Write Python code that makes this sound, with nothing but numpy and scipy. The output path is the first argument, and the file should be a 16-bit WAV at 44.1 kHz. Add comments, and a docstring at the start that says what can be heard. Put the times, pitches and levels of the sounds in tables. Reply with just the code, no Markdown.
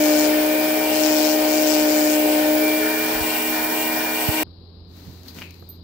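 """Rotary tool grinding metal, then a quiet workshop

A handheld rotary tool runs at about 310 turns a second close to the microphones, grinding a metal housing.
Shaft and bearing tones mix with shaped noise for air, brushes, a rattling shank and the chattering bit.
The bit works in short passes; the hand shifts and the drone thins, then the sound cuts abruptly
to the quiet, humming workshop, where a hand slides over the part and picks it up.
Filtered noise makes the rubbing and bumps; fading sine waves make the knocks and a small clink."""
import sys
import numpy as np
from scipy import signal
from scipy.fft import rfft, irfft, next_fast_len
from scipy.io import wavfile
from scipy.ndimage import map_coordinates

SR = 44100
rng = np.random.default_rng(int(sys.argv[2]) if len(sys.argv) > 2 else 0)


def transcribe(u):
    """Save the signal u as a 16-bit wav file named by the first command-line argument.

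    u: samples, shape (n,) or (channels, n), limited to [-1, 1]; the rate is SR.
    q: integer samples, one column per channel.
    """
    v = np.clip(np.atleast_2d(u).T, -1, 1)
    q = np.round(v * 32767).astype(np.int16)
    wavfile.write(sys.argv[1], SR, q)


N = 257103
T = np.arange(N) / SR  # time of each sample in seconds
CUT_S = 4.433  # abrupt cut from the running tool to the quiet workshop
PULSE_HZ = 120  # power pulses of the mains
TOP_HZ = 15800  # upper limit of the sound

# In the noise spectra, levels hold for a gate of 1; most gates change them over time.
# workshop background: (frequency [Hz], left [dB per Hz], right [dB per Hz])
ROOM = [(25, -80, -86.5), (70, -71, -68), (130, -77.5, -74), (400, -76, -80), (557, -86, -88),
        (1004, -91, -96), (1810, -104, -108), (2580, -103, -110), (3550, -92, -109), (4000, -81, -107),
        (5000, -87, -111), (6000, -124, -129), (8500, -133, -133), (15000, -116, -114)]
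# skin and cloth sliding on the part: (frequency [Hz], left [dB per Hz], right [dB per Hz])
SKIN = [(60, -92.5, -85.5), (250, -71.5, -73), (600, -87, -90), (1300, -88.5, -93), (3000, -90, -97),
        (4400, -86, -101), (6500, -90.5, -106), (9500, -102, -109), (12500, -96, -91), (15780, -99, -91)]
# slides of the hand over the part: (start [s], end [s], gate level [dB])
SLIDES = [(4.947, 5.203, -3.5), (5.257, 5.31, 4), (5.36, 5.425, 10), (5.531, 5.571, -7.5)]
SLIDE_RISE_S, SLIDE_FALL_S = 0.023, .045
# the palm rubs lightly all the while it holds the part: (start [s], end [s], gate level [dB])
HOLD = (4.89, 5.78, -11)
# light ticks of the part in the hand: (time [s], gate level [dB])
TICKS = [(5.233, -36.5), (5.3457, -36), (5.5069, -33.5), (5.5423, -41)]
# colour of the ticks: (frequency [Hz], left [dB per Hz], right [dB per Hz])
TICK_COLOUR = [(1500, -57, -66), (5500, -38, -54), (9000, -56, -62), (13000, -47, -41), (15700, -52, -46.5)]
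# colour of one scuff: (frequency [Hz], left [dB per Hz], right [dB per Hz])
SCUFF_COLOUR = [(2500, -92, -95.5), (4270, -65, -80), (6000, -79, -92), (9500, -92, -100),
                (14000, -88, -74), (15800, -91, -82.5)]
# soft bumps of the part against the hand: (time [s], tap gate level [dB], thud gate level [dB])
BUMPS = [(4.47, -6, -6), (5.064, -12.5, 2), (5.092, -7, -0.5), (5.386, -5, -4), (5.625, -1.5, -11.5)]
# colour of the dull tap: (frequency [Hz], left [dB per Hz], right [dB per Hz])
TAP_COLOUR = [(200, -62.5, -60), (500, -75, -64), (1000, -72, -73), (2000, -86, -87.5)]
# colour of the low thud: (frequency [Hz], left [dB per Hz], right [dB per Hz])
THUD_COLOUR = [(50, -70, -69), (129.0, -60, -49.0), (220, -67, -63), (400, -79, -81)]
# steel touching steel; tilt is how far the point of contact favours the upper modes:
# (time [s], relative level [dB], tilt [dB per octave])
CLINKS = [(5.596, -46, -80), (5.690, -30, 60), (5.704, -30, -55)]
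# the steel's modes: (frequency [Hz], relative level [dB], time to fade by 60 dB [s])
STEEL = [(12400, -3.5, 0.15), (12900, -13, .04), (13810, 0, 0.15)]
# the part knocks and catches as it is lifted: (time [s], relative level [dB])
KNOCKS = [(5.384, -33), (5.388, -27.5), (5.414, -28.5), (5.4196, -20), (5.4245, -24)]
# what the knocks ring with, damped by the hand: (frequency [Hz], relative level [dB], time to fade by 60 dB [s])
HOUSING = [(1270, -25, 0.0055), (1910, -12, 0.0054), (2390, -6, 0.012), (2830, -7, 0.011)]
# the room's answer to the knocks: (frequency [Hz], left [dB per Hz], right [dB per Hz])
KNOCK_ECHO = [(400, -81, -81.5), (1200, -76, -75), (2000, -63, -67), (2500, -53, -61.5),
              (3500, -68, -82), (8000, -80, -96), (15000, -88, -82)]

# the shaft's average speed: (time [s], speed [turns per s])
SHAFT = [(0.06, 303.4), (0.19, 303.4), (0.66, 309.0), (0.9, 308.9), (1.08, 307.1), (1.59, 307.6),
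         (1.8, 304.8), (2.37, 304.7), (3.15, 313.2), (3.44, 311.6), (4.07, 313.2), (4.38, 311.4)]
# the hand's position: (time [s], grip [0 = first grip, 1 = second grip])
GRIP = [(2.55, 0.0039), (3.2, 1)]
# puffs of vent air on a microphone port:
# (time [s], level [dB], rise [s], final pitch [Hz], left minus right [dB])
PUFFS = [(3.15, -36, .014, 42, 14), (3.205, -27.5, 0.0099, 62, 24), (4.286, -12, 0.0041, 71.4, -22)]
PUFF_SAG, PUFF_SAG_S = 2.3, 0.0043  # extra pitch at the start over the final pitch, and how fast it sags
# cooling air through the vents: (frequency [Hz], left [dB per Hz], right [dB per Hz])
AIR = [(25, -83, -86), (55, -68, -69.5), (80, -73.5, -74), (125, -69, -67.5), (175, -72.5, -70.5),
       (350, -59.5, -64), (560, -64.5, -59.5), (780, -59, -63.5), (1126, -68.5, -67.5), (1690, -65.5, -66),
       (3020, -64, -66.5), (3970, -65.5, -80), (4950, -64.5, -84), (7040, -71, -86.5), (9500, -71, -87),
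       (15700, -77, -77.5)]
# buzz of the case: (frequency [Hz], left [dB per Hz], right [dB per Hz])
CASE_BUZZ = [(200, -91, -82.5), (327, -57.5, -62), (600, -60.0, -62), (803, -55.0, -76), (1090, -99, -96)]
# carbon brushes on the commutator: (frequency [Hz], left [dB per Hz], right [dB per Hz])
BRUSHES = [(3000, -100, -110), (6400, -73.5, -91), (8060, -69.5, -87), (9620, -81, -77),
           (11300, -75.5, -68), (13000, -83, -65), (13940, -74, -65), (14900, -73, -56.5),
           (15670, -72, -57)]
# the bearing's whine: (time [s], relative level [dB])
WHINE = [(0.0, -35), (0.28, -38.5), (0.45, -44), (0.51, -36), (0.87, -35), (1.1, -46), (1.61, -36.5),
         (1.66, -54), (1.71, -39.5), (2.55, -41), (2.68, -27), (2.81, -34), (3.03, -32.5), (3.12, -35.5),
         (4.18, -33.5), (4.31, -40.5), (4.41, -33.5)]
# fuzzy bearing and commutator tones:
# (pitch [shaft multiple], first grip [dB], second grip [dB], left minus right [dB])
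BEARING = [(3.02, -55, -37, 8), (4.77, -48, -41.5, 14), (4.75, -53, -67, -6.5), (5, -48.5, -45, 4.5),
           (5.67, -56, -55, -8), (6.03, -44, -42, 27), (6.46, -51, -45.5, 13), (7.054, -41.5, -39.5, 31),
           (14.15, -48.5, -46, 13), (16.1, -44.5, -60.5, 17), (17.9, -48.5, -47, 19), (48, -44, -42, -15),
           (49, -42, -44, -15)]
# how hard the case shakes, once a turn: (time [s], relative level [dB])
SHAKE = [(0.0, -19), (0.11, -18), (0.88, -25.5), (1.07, -20), (1.5, -22.5), (1.85, -19.5), (2.68, -21),
         (3.19, -31), (3.48, -29), (4.27, -32), (4.41, -26)]
# the second harmonic: its level at the usual shake, the share of the shake's swings that it follows,
# its change in the second grip
USUAL_SHAKE_DB, SECOND_DB, SECOND_FOLLOWS, SECOND_GRIP_DB = -20, -22.5, 0.47, -8.5
# the side tone one pulse rate above the shaft: level, slow waver, swell while the hand shifts
SIDE_TONE_DB, SIDE_WAVER_DB, SIDE_SHIFT_DB = -37, 1.8, 5.5
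# motor tones, shaft harmonics split by the mains' power pulses:
# (shaft part [multiple], pulse part [multiple], first grip [dB], second grip [dB], left minus right [dB])
MOTOR = [(1, -1, -55.5, -52, 7), (0, 2, -41, -38.5, 0.5), (2, -1, -60.5, -66, -1), (1, 2, -38.5, -48, 1),
         (0, 5, -44, -45.5, 7), (0, 6, -55, -38.5, -6), (2, 1, -36, -54, 28), (3, -1, -41, -40, -1),
         (2, 2, -79, -45.5, 10.5), (3, 0, -38, -43.5, 33.5), (1, 6, -70, -47.5, 15), (3, 1, -45.5, -43, 26),
         (4, 0, -51, -50, 23), (5, 0, -49.5, -64, -8), (6, 0, -48.5, -43, 18), (7, 0, -58, -63, 25.5),
         (8, 0, -39, -63, 29), (10, 0, -48, -57.5, 9)]
# the shank's low way of ringing: (frequency [Hz], left [dB per Hz], right [dB per Hz])
LOW_RATTLE = [(1236, -90, -93), (1440, -58.5, -61.5), (1590, -73.5, -73.5), (1758, -56, -57),
              (2020, -92, -89)]
# the shank's high way of ringing: (frequency [Hz], left [dB per Hz], right [dB per Hz])
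HIGH_RATTLE = [(2420, -79, -84.5), (2760, -56, -60.5), (3320, -75.5, -81), (6800, -85, -100),
               (7900, -64.5, -80), (9700, -76, -83), (12100, -75, -74), (13160, -74, -61.5),
               (14500, -90, -81)]
# spells in which the loose shank rides up and rattles high: (start [s], end [s], relative level [dB])
RIDES = [(-.03, .27, -9.5), (.85, 1.03, 1.5), (1.22, 1.36, -2), (1.53, 1.67, -3.5), (1.70, 1.83, 0),
         (2.09, 2.38, 1), (2.73, 2.822, -5), (3.22, 3.515, 3.5), (3.74, 3.90, 3), (4.16, 4.5, 3.5)]
# time to ride up or down; resting levels; the low rattle gives way
RIDE_EDGE_S, HIGH_REST_DB, LOW_REST_DB, LOW_DUCK_DB = 0.025, -26.5, -4.5, -8
# the shank drops back, rattles low and settles: (time [s], relative level [dB])
DROPS = [(0, -6), (1.83, -6), (2.38, -12.5), (2.82, 4), (3.52, -3), (3.91, -12)]
SETTLE_T60_S = 2.9  # time to fade by 60 dB
# lower resonance of the biting bit: (frequency [Hz], left [dB per Hz], right [dB per Hz])
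BITE_LOW = [(1520, -81.5, -97), (2920, -65, -81), (3770, -68.5, -87), (4450, -61, -82),
            (5800, -57.5, -80.5), (6340, -66, -83), (9050, -84, -95)]
# upper resonance of the biting bit: (frequency [Hz], left [dB per Hz], right [dB per Hz])
BITE_HIGH = [(3970, -66, -93), (5920, -70, -83), (6800, -56.5, -82), (7330, -59.5, -78), (8560, -65.5, -81),
             (11000, -81.5, -95.5)]
# passes of the bit over the metal:
# (start [s], end [s], relative chatter level [dB], share of the upper resonance [0-1])
PASSES = [(-.03, .16, -2.5, 0.35), (0.163, .28, -0.5, 0.54), (0.924, 1.03, 0, 0.35),
          (1.032, 1.127, 0.5, 0.2), (1.134, 1.353, -.5, 0.24), (1.367, 1.5, -8, 0.2), (1.5, 1.65, 0, 0.4),
          (1.666, 1.77, 1, 0.28), (1.77, 1.973, -2, 0.38), (1.967, 2.16, -0.1, 0.58)]
BITE_IN_S, LIFT_OFF_S = 0.018, 0.02


def amp(db):
    """Turn decibels into gain."""
    return 10 ** (np.asarray(db) / 20)


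def unit(x):
    """Scale to an average strength (rms) of 1."""
    return x / np.sqrt(np.mean(x ** 2) + 1e-20)


def curves(rows):
    """Draw straight lines between rows: one value per sample for each column after the time."""
    s, *cols = np.transpose(rows)
    return [np.interp(T, s, c) for c in cols]


def wobble(rate):
    """A smooth random curve of rms 1 with rate random points a second."""
    points = rng.standard_normal(int(N * rate / SR) + 4)
    return unit(map_coordinates(points, [T * rate]))


def pan(side_db):
    """Left and right gains whose average power is 1."""
    return unit(amp([[side_db / 2], [-side_db / 2]]))


def spell(start, end, rise, fall):
    """A smooth gate that rises around start, holds, and falls around end."""
    opening = 1 + np.tanh((T - start) / rise)
    closing = 1 + np.tanh((end - T) / fall)
    return opening * closing / 4


def strikes(rows, t60):
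    """A gate with a sharp rise and a fade of 60 dB in t60 seconds for each (time, level)."""
    return sum(amp(db - 60 * np.abs(T - s) / t60) * (T >= s) for s, db in rows)


def filtered(x, response):
    """Give each frequency of x the gain that response sets."""
    m = next_fast_len(N + SR // 2)
    return irfft(rfft(x, m) * response(np.fft.rfftfreq(m, 1 / SR)), m)[..., :N]


def noise(spectra, gate=1, cycles=None, repeat=0, mono_hz=750):
    """Gated stereo noise with a spectrum for each side; a share of it can repeat with every cycle."""
    f, *sides = np.transpose(spectra)
    white = rng.standard_normal((3, N))
    if cycles is not None:
        # the same rough surface comes round again and again, changing a little each time
        size = round(N / cycles[-1])
        laps = rng.standard_normal((3, int(cycles[-1]) + 2, size))
        worn = signal.lfilter([1], [1, -.88], laps, axis=1)
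        surface = np.array([map_coordinates(unit(w.ravel()), [cycles * size]) for w in worn])
        share = np.clip(repeat, 0, 1)
        white = np.sqrt(1 - share) * white + np.sqrt(share) * surface

    def shared(hz):
        """Both sides hear the same bass, so the shared part shrinks as pitch rises."""
        return 1 / np.sqrt(1 + (hz / mono_hz) ** 2)

    def colour(hz):
        """Gain of each side, from straight lines in dB over log frequency."""
        return amp([np.interp(np.log(hz + 1), np.log(f), s, left=-140, right=-140) for s in sides])

    common = filtered(gate * white[0], shared)
    apart = filtered(gate * white[1:], lambda hz: np.sqrt(1 - shared(hz) ** 2))
    return filtered(common + apart, colour) * np.sqrt(SR / 2)


def tone(cycles, blur, flutter_db, rate):
    """A tone of rms 1 whose phase (by blur radians) and level waver."""
    wave = np.cos(2 * np.pi * cycles + blur * wobble(rate))
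    return unit(wave * amp(flutter_db * wobble(rate)))


def bursts(cycles, decay, scatter_db):
    """One burst of random size per cycle, dying in a share of the cycle; rms 1."""
    sizes = amp(scatter_db * rng.standard_normal(int(cycles[-1]) + 1))
    return unit(sizes[cycles.astype(int)] * np.exp(-(cycles % 1) / decay))


def workshop():
    """A machine hums in the quiet room, over a faint hiss; all fades in over 5 ms just before the cut."""
    hum_hz = 86.6
    hum = pan(-2.2) * amp(-45.0) * tone(hum_hz * T, blur=.2, flutter_db=0.4, rate=14)
    overtone = amp(-54.5) * tone(2 * hum_hz * T, blur=0.32, flutter_db=2.2, rate=15)
    fade_in = np.clip((T - CUT_S) / .005 + 1, 0, 1)
    return (hum + overtone + noise(ROOM)) * fade_in


def handling():
    """Rubbing skin makes rough noise as a hand slides over the part, which ticks and scuffs."""
    strokes = [*SLIDES, HOLD]
    stroke = sum(amp(db) * spell(start, end, SLIDE_RISE_S, SLIDE_FALL_S) for start, end, db in strokes)
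    slide = noise(SKIN, stroke * unit(amp(1.5 * wobble(600))))
    ticks = noise(TICK_COLOUR, strikes(TICKS, t60=0.017))
    scuff = noise(SCUFF_COLOUR, strikes([(5.282, 0)], t60=0.13))
    return slide + ticks + scuff


def bumps():
    """Soft contacts: a short dull tap and a longer low thud."""
    s, tap_db, thud_db = np.transpose(BUMPS)
    tap = noise(TAP_COLOUR, strikes(zip(s, tap_db), t60=0.033))
    thud = noise(THUD_COLOUR, strikes(zip(s, thud_db), t60=0.099))
    return tap + thud


def clinks():
    """Each light contact rings the steel's high modes in its own proportions."""
    out = np.zeros(N)
    middle_hz = np.mean([hz for hz, _, _ in STEEL])
    for s, db, tilt_db in CLINKS:
        age = np.maximum(T - s, 0)
        for hz, mode_db, t60 in STEEL:
            ring_db = mode_db + tilt_db * np.log2(hz / middle_hz) - 60 * age / t60
            ring = amp(ring_db) * np.sin(2 * np.pi * hz * age)
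            out += amp(db - 9.5) * ring * amp(1.6 * wobble(300))
    return pan(-8) * out


def knocks():
    """Short dry knocks ring the housing's modes, with a faint answer from the room."""
    dry = np.zeros(N)
    for s, db in KNOCKS:
        age = np.maximum(T - s, 0)
        for hz, mode_db, t60 in HOUSING:
            ring_db = db + mode_db + rng.normal(0, 1.7) - 60 * age / t60
            dry += amp(ring_db) * np.sin(2 * np.pi * hz * age)
    echo = noise(KNOCK_ECHO, strikes(KNOCKS, t60=0.42))
    return pan(6.7) * dry + echo


def puffs():
    """Vent air pushes on a port: a low thud of a few swings that sags in pitch."""
    out = 0
    for s, db, rise, hz, side_db in PUFFS:
        age = np.maximum(T - s, 0)
        cycles = hz * (age + PUFF_SAG * PUFF_SAG_S * (1 - np.exp(-age / PUFF_SAG_S)))
        swell = age / rise * np.exp(1 - age / rise)
        out = out + pan(side_db) * amp(db) * swell * np.sin(2 * np.pi * cycles)
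    return out


def vents(turns, grip):
    """Fan air flutters with each turn; the case buzzes more in the first grip."""
    flutter = unit(1 + 0.086 * np.cos(2 * np.pi * turns))
    air = noise(AIR, amp(-1.0) * flutter * amp(0.72 * wobble(14)), turns, repeat=0.21)
    buzz = noise(CASE_BUZZ) * amp(-13 * grip)
    return air + buzz


def brushes(turns):
    """The brushes spark and scrape hardest at one spot of each turn."""
    sparks = bursts(turns, decay=0.93, scatter_db=3.0)
    return noise(BRUSHES, unit(1.8 + sparks) * amp(.4 * wobble(5.2)), turns, repeat=0.28)


def bearings(turns, grip):
    """The balls slip, so their tones are fuzzy and mostly lie between the shaft harmonics."""
    whine_db, = curves(WHINE)
    whine_order = 7.61 + .035 * grip  # whine cycles per turn
    cycles = np.cumsum(whine_order * np.gradient(turns))
    out = pan(-.8) * amp(whine_db + .5) * tone(cycles, blur=0.18, flutter_db=1.1, rate=66)
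    for order, early_db, late_db, side_db in BEARING:
        # each side wavers on its own
        fuzzy = np.array([tone(order * turns, blur=0.96, flutter_db=3.0, rate=75) for side in range(2)])
        level_db = early_db + grip * (late_db - early_db)
        out = out + pan(side_db) * amp(level_db) * fuzzy
    return out


def motor(turns, grip):
    """Unbalance shakes the case once a turn; the pulsing mains current adds side tones."""
    shake_db, = curves(SHAKE)
    second_db = SECOND_DB + SECOND_FOLLOWS * (shake_db - USUAL_SHAKE_DB)
    second_db = second_db + SECOND_GRIP_DB * grip + 0.45 * wobble(8.95)
    side_tone_db = SIDE_TONE_DB + SIDE_WAVER_DB * wobble(12) + SIDE_SHIFT_DB * np.sin(np.pi * grip)
    # in the first grip the sound reaches the right port a little earlier
    arrival = turns + np.array([[-1], [1]]) * 0.022 * (1 - 0.8 * grip)
    shake = pan(.5) * amp(shake_db - 0.03) * tone(arrival, blur=0.039, flutter_db=0.2, rate=65)
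    second = pan(11.5) * amp(second_db) * tone(2 * turns, blur=0.061, flutter_db=0.2, rate=63)
    side_cycles = turns + PULSE_HZ * T
    side_tone = pan(4.5) * amp(side_tone_db) * tone(side_cycles, blur=0.18, flutter_db=1.8, rate=45)
    out = shake + second + side_tone
    for order, pulses, early_db, late_db, side_db in MOTOR:
        cycles = round(order) * turns + round(pulses) * PULSE_HZ * T
        level_db = early_db + grip * (late_db - early_db)
        out = out + pan(side_db) * amp(level_db) * tone(cycles, blur=0.34, flutter_db=2.13, rate=40)
    return out


def collet(turns):
    """The shank rattles once a turn: high while it rides up, low when it sits in the collet."""
    up = sum(amp(db) * spell(start, end, RIDE_EDGE_S, RIDE_EDGE_S) for start, end, db in RIDES)
    seated = (amp(LOW_REST_DB) + strikes(DROPS, t60=SETTLE_T60_S)) * amp(LOW_DUCK_DB * up ** 2)
    raised = amp(-3) * (amp(HIGH_REST_DB) + up)
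    rattle = unit(4 + bursts(turns, decay=0.44, scatter_db=1.5))
    low = noise(LOW_RATTLE, rattle * seated, turns, repeat=0.33)
    high = noise(HIGH_RATTLE, rattle * raised, turns, repeat=0.26)
    return low + high


def grinding(turns):
    """The bit bounces and bites the metal on every second turn; its angle picks the resonance."""
    low = high = 0
    for start, end, db, upper in PASSES:
        press = amp(db) * spell(start, end, BITE_IN_S, LIFT_OFF_S)
        share = np.clip(upper, 0, 1)
        low = low + press * np.sqrt(1 - share)
        high = high + press * np.sqrt(share)
    # the bit lands as the case swings back, half a turn after its push
    bounces = (turns + .5) / 2
    bites = unit(0.2 + bursts(bounces, decay=0.23, scatter_db=1.6))
    bites = amp(1.3) * bites * amp(1.1 * wobble(21.95))
    low_bites = noise(BITE_LOW, bites * low, bounces, repeat=0.47)
    high_bites = noise(BITE_HIGH, bites * high, bounces, repeat=0.42)
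    return low_bites + high_bites


def tool():
    """Tones and noises that turn with the shaft, plus the puffs, up to the abrupt cut to the quiet workshop."""
    speed, = curves(SHAFT)
    grip, = curves(GRIP)
    # adding up the slightly unsteady speed counts the turns
    turns = np.cumsum(speed * (1 + 0.00051 * wobble(24.97))) / SR
    tones = motor(turns, grip) + bearings(turns, grip)
    rasp = vents(turns, grip) + collet(turns) + brushes(turns) + grinding(turns)
    heard = np.clip(np.minimum(T, CUT_S + .001 - T) / .002, 0, 1)  # 2 ms fade at each end
    return (tones + rasp + puffs()) * heard


def scene():
    """The tool at work, then the quiet workshop and the hand on the part."""
    return workshop() + handling() + bumps() + clinks() + knocks() + tool()


def record(dry):
    """Cut off the treble very steeply above the upper limit."""
    return filtered(dry, lambda hz: 1 / (1 + (hz / TOP_HZ) ** 300))


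dry = scene()
out = record(dry)
transcribe(out)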